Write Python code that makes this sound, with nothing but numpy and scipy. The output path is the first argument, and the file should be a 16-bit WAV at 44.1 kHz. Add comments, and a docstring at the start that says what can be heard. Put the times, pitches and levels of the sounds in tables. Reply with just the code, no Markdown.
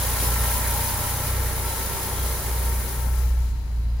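"""An old four-cylinder petrol engine idles fast with its bonnet open, its speed wandering a little.
Its firings make the exhaust boom and lope (beat unevenly) and the engine block thrum.
Valves and chain clatter and set metal parts ringing; the fan rushes, the intake hisses, the belt whines.
There is one soft knock and a few faint squeaks. The listener walks from the engine bay into the cabin,
where most of the treble is shut out, a thin sizzle is heard and the boom stays."""
import sys
import numpy as np
from scipy import signal
from scipy.fft import rfft, irfft
from scipy.io import wavfile
from scipy.ndimage import uniform_filter1d, map_coordinates

SR = 44100
rng = np.random.default_rng(int(sys.argv[2]) if len(sys.argv) > 2 else 0)


def transcribe(u):
    """Save the signal u as a 16-bit wav file named by the first command-line argument.

    u: samples, shape (n,) or (channels, n), limited to [-1, 1]; the rate is SR.
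    q: integer samples, one column per channel.
    """
    v = np.clip(np.atleast_2d(u).T, -1, 1)
    q = np.round(v * 32767).astype(np.int16)
    wavfile.write(sys.argv[1], SR, q)


N = 176400
TIME_S = np.arange(N) / SR

# How fast the crankshaft spins: time_s, turns_per_s
CRANK_SPEED = [(0.0, 29.4), (0.41, 29.4), (0.52, 30.0), (0.65, 29.8), (0.85, 30.5), (1.0, 30.0),
               (1.31, 31.0), (1.95, 29.3), (2.04, 30.2), (2.17, 30.5), (2.25, 30.2), (2.87, 30.1),
               (3.27, 30.4), (3.49, 29.8), (3.7, 28.8), (4.0, 29.12)]
# The engine bay as heard along the walk: time_s, clatter_db, rush_db, hiss_db, left_minus_right_db
BAY_LEVELS = [(0.0, -32, -36.5, -30.5, 2), (0.57, -31.5, -36.5, -29.5, 2), (1.47, -33.5, -40, -33.5, 1.5),
              (1.77, -34.5, -39.5, -33.5, 2), (2.49, -35.5, -40.5, -34.5, 2),
              (2.63, -36.5, -42.5, -35, 3.5), (2.85, -37, -43.5, -37, 3.5), (3.12, -40.5, -46.5, -41, 9),
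              (3.24, -41.5, -47.5, -44.5, 11.5), (3.53, -50, -57, -58.5, 11.5), (3.95, -53.5, -61, -61, 11),
              (4.0, -50, -58, -62, 7)]


def undb(db):
    """Turn decibels into a gain to multiply by."""
    return 10 ** (np.asarray(db) / 20)


def unit(x):
    """Scale a sound so that its average power is 1."""
    return x / np.sqrt(np.mean(x ** 2))


def curve(table, column=1):
    """One column of a time table, filled in for every sample."""
    rows = np.array(table, float)
    return np.interp(TIME_S, rows[:, 0], rows[:, column])


def colour(x, spectrum):
    """Shape bass and treble by rows of pitch_hz, level_db."""
    rows = np.array(spectrum, float)
    hz = np.maximum(np.arange(N // 2 + 1) * SR / N, 1)
    level_db = np.interp(np.log(hz), np.log(rows[:, 0]), rows[:, 1])
    return irfft(rfft(x) * undb(level_db), N)


def resonate(x, hz, width_hz, passes=1):
    """Let a sound ring at one pitch; more passes keep less of the others."""
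    for _ in range(passes):
        x = signal.lfilter(*signal.iirpeak(hz, hz / width_hz, fs=SR), x)
    return x


def wander(rate_hz):
    """A smooth random wobble, about 1 in size."""
    hold = int(SR / rate_hz)
    steps = np.repeat(rng.standard_normal(N // hold + 1), hold)
    return unit(uniform_filter1d(uniform_filter1d(steps, hold), hold)[:N])


def per_event(count):
    """A new random value at each whole count, with slopes in between."""
    values = rng.standard_normal(2048)
    return np.interp(count, np.arange(len(values)), values)


def spread(mid, side, pan_db):
    """Make left and right from two similar sounds, widest in the treble."""
    # Stereo width: pitch_hz, side_minus_mid_db
    width = [(60, -4), (200, -11.5), (380, -10.5), (700, -6.5), (1300, -5.5), (2400, -3.5), (4400, -1.5),
             (15000, 3)]
    pair = unit(mid) + colour(unit(side), width) * np.array([[1], [-1]])
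    gains = undb(np.array([pan_db, -pan_db]) / 2)
    return pair * gains / np.sqrt(np.mean(gains ** 2, axis=0))


def beside(start_s=0.97, walk_s=0.7):
    """The listener's place: 0 over the engine, 1 beside the car."""
    return np.clip((TIME_S - start_s) / walk_s, 0, 1)


def inside(start_s=3.17, fade_s=0.2):
    """The listener's place: 0 outside, 1 in the cabin."""
    return np.clip((TIME_S - start_s) / fade_s, 0, 1)


def panel_echoes(x, strength=.36, longest_s=.006, count=6):
    """Add short echoes off the bodywork; their strengths change as the listener walks."""
    lags = longest_s * SR * rng.uniform(.1, 1, count)
    drifts = rng.uniform(-2, 2, count)
    progress = np.arange(N) / N
    echoes = sum(np.roll(x, int(lag)) * np.cos(drift * progress) for lag, drift in zip(lags, drifts))
    return x + strength / np.sqrt(count) * echoes


def cabin_sizzle(level_db=-54.5):
    """A thin, high noise heard only in the cabin."""
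    # Tone of the sizzle: pitch_hz, level_db
    spectrum = [(2000, -9), (3700, -13), (4080, -3.5), (4350, -12), (4900, -9), (5600, -25), (9000, -38)]
    return unit(colour(rng.standard_normal((2, N)), spectrum)) * inside() * undb(level_db)


def squeaks(waver_hz=45):
    """Belt and fittings squeak: shaky high tones that swell and fade."""
    # The squeaks: peak_s, pitch_hz, length_s, level_db
    events = [(1.72, 4020, .16, -53), (2.21, 3305, .2, -50), (3.91, 5080, .03, -63),
              (3.982, 4900, .03, -60)]
    sound = 0
    for peak_s, hz, length_s, db in events:
        phase = 2 * np.pi * np.cumsum(hz + waver_hz * wander(300)) / SR
        swell = np.exp(-(2 * (TIME_S - peak_s) / length_s) ** 2)
        sound += np.sqrt(2) * np.sin(phase) * swell * undb(db)
    return sound


def knock(start_s=.226, decay_s=.018, gain_db=-30):
    """A panel is knocked softly once and rings briefly."""
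    # The panel's tones: pitch_hz, relative_db
    tones = [(262, -3), (322, -1), (410, -5), (505, -7)]
    age_s = np.maximum(TIME_S - start_s, 0)
    ring = sum(undb(db) * np.sin(2 * np.pi * hz * age_s) for hz, db in tones)
    return ring * np.exp(-age_s / decay_s) * undb(gain_db)


def belt_whine(pan_db, waver=.008, roughness=.5):
    """The belt drive sings two slightly rough tones that waver together."""
    # The two tones: pitch_hz, gain_db
    tones = [(922, -1.5), (1336, 0.5)]
    # How they swell and fade: time_s, lower_tone_db, upper_tone_db
    levels = [(0.0, -48, -53), (0.25, -53, -52), (0.36, -41, -44), (0.52, -37.5, -46), (0.65, -38.5, -52),
              (0.85, -37.5, -55), (1.05, -42, -50), (1.2, -52, -53), (1.4, -44, -55), (1.52, -48, -58),
              (1.7, -39.5, -47), (1.95, -42, -46), (2.1, -42, -53), (2.3, -49, -52), (2.52, -46, -53),
              (2.72, -39.5, -50), (2.86, -48, -53), (3.08, -44.5, -52), (3.22, -53, -56), (3.4, -55, -60),
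              (3.6, -54.5, -69), (3.75, -61, -78), (4.0, -60, -72)]
    wavering_s = np.cumsum(1 + waver * wander(20)) / SR
    sound = 0
    for column, (hz, db) in enumerate(tones, start=1):
        mid, side = (unit(resonate(x, hz, width_hz=60, passes=2)) for x in rng.standard_normal((2, N)))
        tone = np.sqrt(2) * np.sin(2 * np.pi * hz * wavering_s) + roughness * mid
        sound += spread(tone, side, pan_db) * undb(curve(levels, column) + db)
    return sound


def air_noise(spectrum):
    """The noise of moving air, echoed by the bodywork."""
    return unit(panel_echoes(colour(rng.standard_normal(N), spectrum)))


def fan_rush(turns, pan_db, throb=0.1):
    """The fan makes a wide rush of air that throbs twice a crank turn."""
    # Tone of the rush: pitch_hz, level_db
    spectrum = [(1200, -33), (2300, 0), (3000, 0), (4000, 1), (5500, 0.5), (7200, 1), (8300, -6.5),
                (10000, -41), (16000, -23)]
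    rush = spread(air_noise(spectrum), air_noise(spectrum), pan_db)
    return rush * (1 + throb * np.cos(4 * np.pi * turns)) * undb(curve(BAY_LEVELS, column=2))


def intake_hiss(turns, throb=0.1, lag_samples=3.8, all_round_share=.14, gain_db=4):
    """The intake hisses from one spot, reaching the left side later, and throbs once a turn."""
    # Tone of the hiss: pitch_hz, level_db
    spectrum = [(4500, -34), (6300, -13), (7600, -4), (9000, -1.5), (10300, 5.5), (11000, 3.5),
                (11800, -0.5), (13200, 0), (14800, 7), (16000, 1.5)]
    right = air_noise(spectrum)
    delay = np.exp(-2j * np.pi * np.arange(N // 2 + 1) / N * lag_samples)
    left = irfft(rfft(right) * delay, N)
    all_round = np.array([air_noise(spectrum), air_noise(spectrum)])
    hiss = np.sqrt(1 - all_round_share) * np.array([left, right]) + np.sqrt(all_round_share) * all_round
    return hiss * (1 + throb * np.cos(2 * np.pi * turns)) * undb(curve(BAY_LEVELS, column=3) + gain_db)


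def valve_taps(turns, decay_s, scatter_db):
    """The loudness of valves snapping shut: four uneven, fading taps a turn."""
    count = 4 * turns
    taps_per_s = count[-1] * SR / N
    age_s = (count % 1) / taps_per_s
    return np.exp(-age_s / decay_s) * undb(scatter_db * per_event(np.floor(count)))


def rattle(turns, repeat_share, tap_share=0.14):
    """Chain and valves grind and tap; part of the noise comes back every two turns."""
    size = int(2 * SR / np.mean(curve(CRANK_SPEED)))
    pattern = rng.standard_normal(size)
    looped = unit(map_coordinates(pattern, [turns / 2 % 1 * size], order=1, mode="grid-wrap"))
    grind = np.sqrt(repeat_share) * looped + np.sqrt(1 - repeat_share) * rng.standard_normal(N)
    taps = unit(valve_taps(turns, decay_s=0.0028, scatter_db=2.5))
    return grind * np.sqrt(1 - tap_share + tap_share * taps ** 2)


def casting_ring(turns, pan_db, gain_db=-1.5):
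    """The rattle rings cast metal parts; different ones stand out as the listener moves."""
    # The ringing parts: pitch_hz, width_hz, over_engine_db, beside_car_db
    castings = [(390, 16.5, -29, -9.5), (456, 36, -28, -11.5), (538.3, 11, -21, -15), (600, 17, -11.5, -18),
                (830.7, 12, -9, -14), (992, 12, -10.5, -30), (1034, 11, -15, -15.5), (1335, 22, -15, -14.5)]
    rattles = [rattle(turns, repeat_share=0.34) for _ in range(2)]
    ring = 0
    for hz, width_hz, over_db, beside_db in castings:
        mid, side = (resonate(x, hz, width_hz) for x in rattles)
        ring += spread(mid, side, pan_db) * undb(over_db + beside() * (beside_db - over_db))
    return ring * undb(gain_db)


def cover_rasp(turns, pan_db, gain_db=-12):
    """Thin covers rasp under each valve tap."""
    # Where the covers ring: pitch_hz, width_hz, relative_db
    covers = [(1643, 125, -1.5), (1838, 110, 0.5), (2080, 200, -4.5)]
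    strikes = valve_taps(turns, decay_s=0.0033, scatter_db=2) * rng.standard_normal((2, N))
    mid, side = sum(undb(db) * resonate(strikes, hz, width_hz, passes=2) for hz, width_hz, db in covers)
    return spread(mid, side, pan_db) * undb(gain_db)


def valve_gear(turns, pan_db, clatter_gain_db=-1.5, cabin_ring_db=-3):
    """Valves and chain clatter into ringing metal; the car body shuts out the ring a little more."""
    # Tone of the clatter: pitch_hz, level_db
    spectrum = [(130, 5.5), (200, 0), (330, -5.5), (440, 1), (580, -0.5), (700, -3.5), (870, 2),
                (1200, -2.5), (1900, -7), (2300, -8.5), (3000, -23), (5000, -46)]
    mid, side = (colour(rattle(turns, repeat_share=0.17), spectrum) for _ in range(2))
    clatter = spread(mid, side, pan_db) * undb(clatter_gain_db)
    metal = casting_ring(turns, pan_db) + cover_rasp(turns, pan_db)
    return (clatter + metal * undb(cabin_ring_db * inside())) * undb(curve(BAY_LEVELS))


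def rumble(gain_db=-39):
    """A loose, deep noise under the firings."""
    # Tone of the rumble: pitch_hz, level_db
    spectrum = [(12, -32), (25, -13), (42, 0), (75, -0.5), (120, -5), (200, -11.5), (350, -24.5),
                (700, -28.5), (2000, -56)]
    mid, side = colour(rng.standard_normal((2, N)), spectrum)
    return spread(mid, side, pan_db=np.ones(N)) * undb(gain_db)


def firing_wave(turns, tones, scatter_db=.8, smear_rad=0.211):
    """Pressure waves in step with the crank; each of the two firings a turn has its own strength."""
    # Pipe and body smear each pulse in time, shifting its tones against each other.
    wave = sum(undb(db) * np.cos(2 * np.pi * per_turn * turns - smear_rad * (per_turn - 2) ** 2)
               for per_turn, db in tones)
    return np.sqrt(2) * wave * undb(scatter_db * per_event(2 * turns))


def engine_firings(turns, shake_lag_turns=.35):
    """Firings make the exhaust boom and the block thrum, hum, shake and buzz; unequal cylinders lope."""
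    # The tones in each sound: cycles_per_turn, relative_db
    boom_tones = [(2, 1.5), (2.5, -28)]
    thrum_tones = [(3, 0), (3.5, -22)]
    buzz_tones = [(5, -8), (6, -5), (7, 0), (8, -10), (9, -10)]
    # How each sound swells and fades: time_s, relative_db
    boom_levels = [(0, -30.5), (.12, -27), (.2, -27.5), (.3, -23.7), (.43, -24), (.58, -28), (.72, -26.7),
                   (1.0, -36), (1.09, -31), (1.22, -38), (1.32, -28), (1.41, -24.5), (1.53, -31),
                   (1.64, -27), (1.76, -35), (1.84, -29), (1.94, -39), (2.1, -33), (2.25, -25.5),
                   (2.42, -32), (2.53, -24), (2.77, -22.8), (2.87, -33), (3.05, -23.5), (3.25, -20),
                   (3.38, -20.3), (3.53, -24.5), (3.65, -29), (3.8, -23), (4, -22.8)]
    thrum_levels = [(0, -38), (.2, -36), (.35, -40), (.6, -36), (.85, -33.5), (1.15, -35), (1.38, -32),
                    (1.55, -39), (2.08, -43), (2.22, -36.5), (2.43, -46), (2.52, -40), (2.78, -41),
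                    (2.88, -49), (2.97, -39), (3.2, -40), (3.45, -46), (3.55, -41), (4, -40)]
    hum_levels = [(0, -41), (.3, -35.5), (.5, -39), (1.35, -38.5), (1.65, -40), (1.78, -47), (2.2, -41.5),
                  (2.42, -45), (2.55, -40.5), (2.75, -40.5), (2.87, -47), (2.98, -39), (3.5, -42),
                  (3.63, -50), (3.75, -41), (4, -45)]
    shake_levels = [(0, -44), (.25, -48), (.7, -44), (.95, -41), (1.12, -44), (1.4, -37), (1.75, -42.5),
                    (2.0, -48), (2.22, -40), (2.42, -45), (2.7, -38.5), (2.85, -45), (3.05, -38),
                    (3.3, -33.5), (3.57, -37), (3.7, -45), (3.8, -35.5), (4, -38)]
    lope_levels = [(0, -52), (1.2, -50), (2.4, -48), (3.0, -42), (3.35, -34.5), (3.65, -41), (3.9, -34.5),
                   (4, -38)]
    boom = firing_wave(turns, boom_tones, scatter_db=.5) * undb(curve(boom_levels) - 1)
    thrum = firing_wave(turns, thrum_tones) * undb(curve(thrum_levels))
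    hum = firing_wave(turns, [(4, 0)]) * undb(curve(hum_levels) + 1.5)  # twice the firing rate
    shake = firing_wave(turns - shake_lag_turns, [(1, 0)]) * undb(curve(shake_levels) + .5)
    lope = firing_wave(turns, [(1.5, 0)]) * undb(curve(lope_levels) - .5)
    buzz = firing_wave(turns, buzz_tones) * undb(-46 - 4 * beside() - 10 * inside())
    return boom + thrum + hum + shake + lope + buzz


def scene():
    """Mix all the sounds; one crankshaft times the firings, the clatter and the throb of the air."""
    turns = np.cumsum(curve(CRANK_SPEED)) / SR
    pan_db = curve(BAY_LEVELS, column=4)
    engine = engine_firings(turns) + rumble() + valve_gear(turns, pan_db) + belt_whine(pan_db)
    flutter = undb(0.75 * wander(rate_hz=25.01))
    air = flutter * (fan_rush(turns, pan_db) + intake_hiss(turns))
    return engine + air + knock() + cabin_sizzle() + squeaks()


def record(dry):
    """Cut the deepest bass and the highest treble."""
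    low_hz, top_hz = 20, 15800
    bass_cut = signal.butter(3, low_hz, "highpass", fs=SR, output="sos")
    treble_cut = signal.ellip(10, .2, 80, top_hz, fs=SR, output="sos")
    return signal.sosfilt(treble_cut, signal.sosfilt(bass_cut, dry))


dry = scene()
out = record(dry)
transcribe(out)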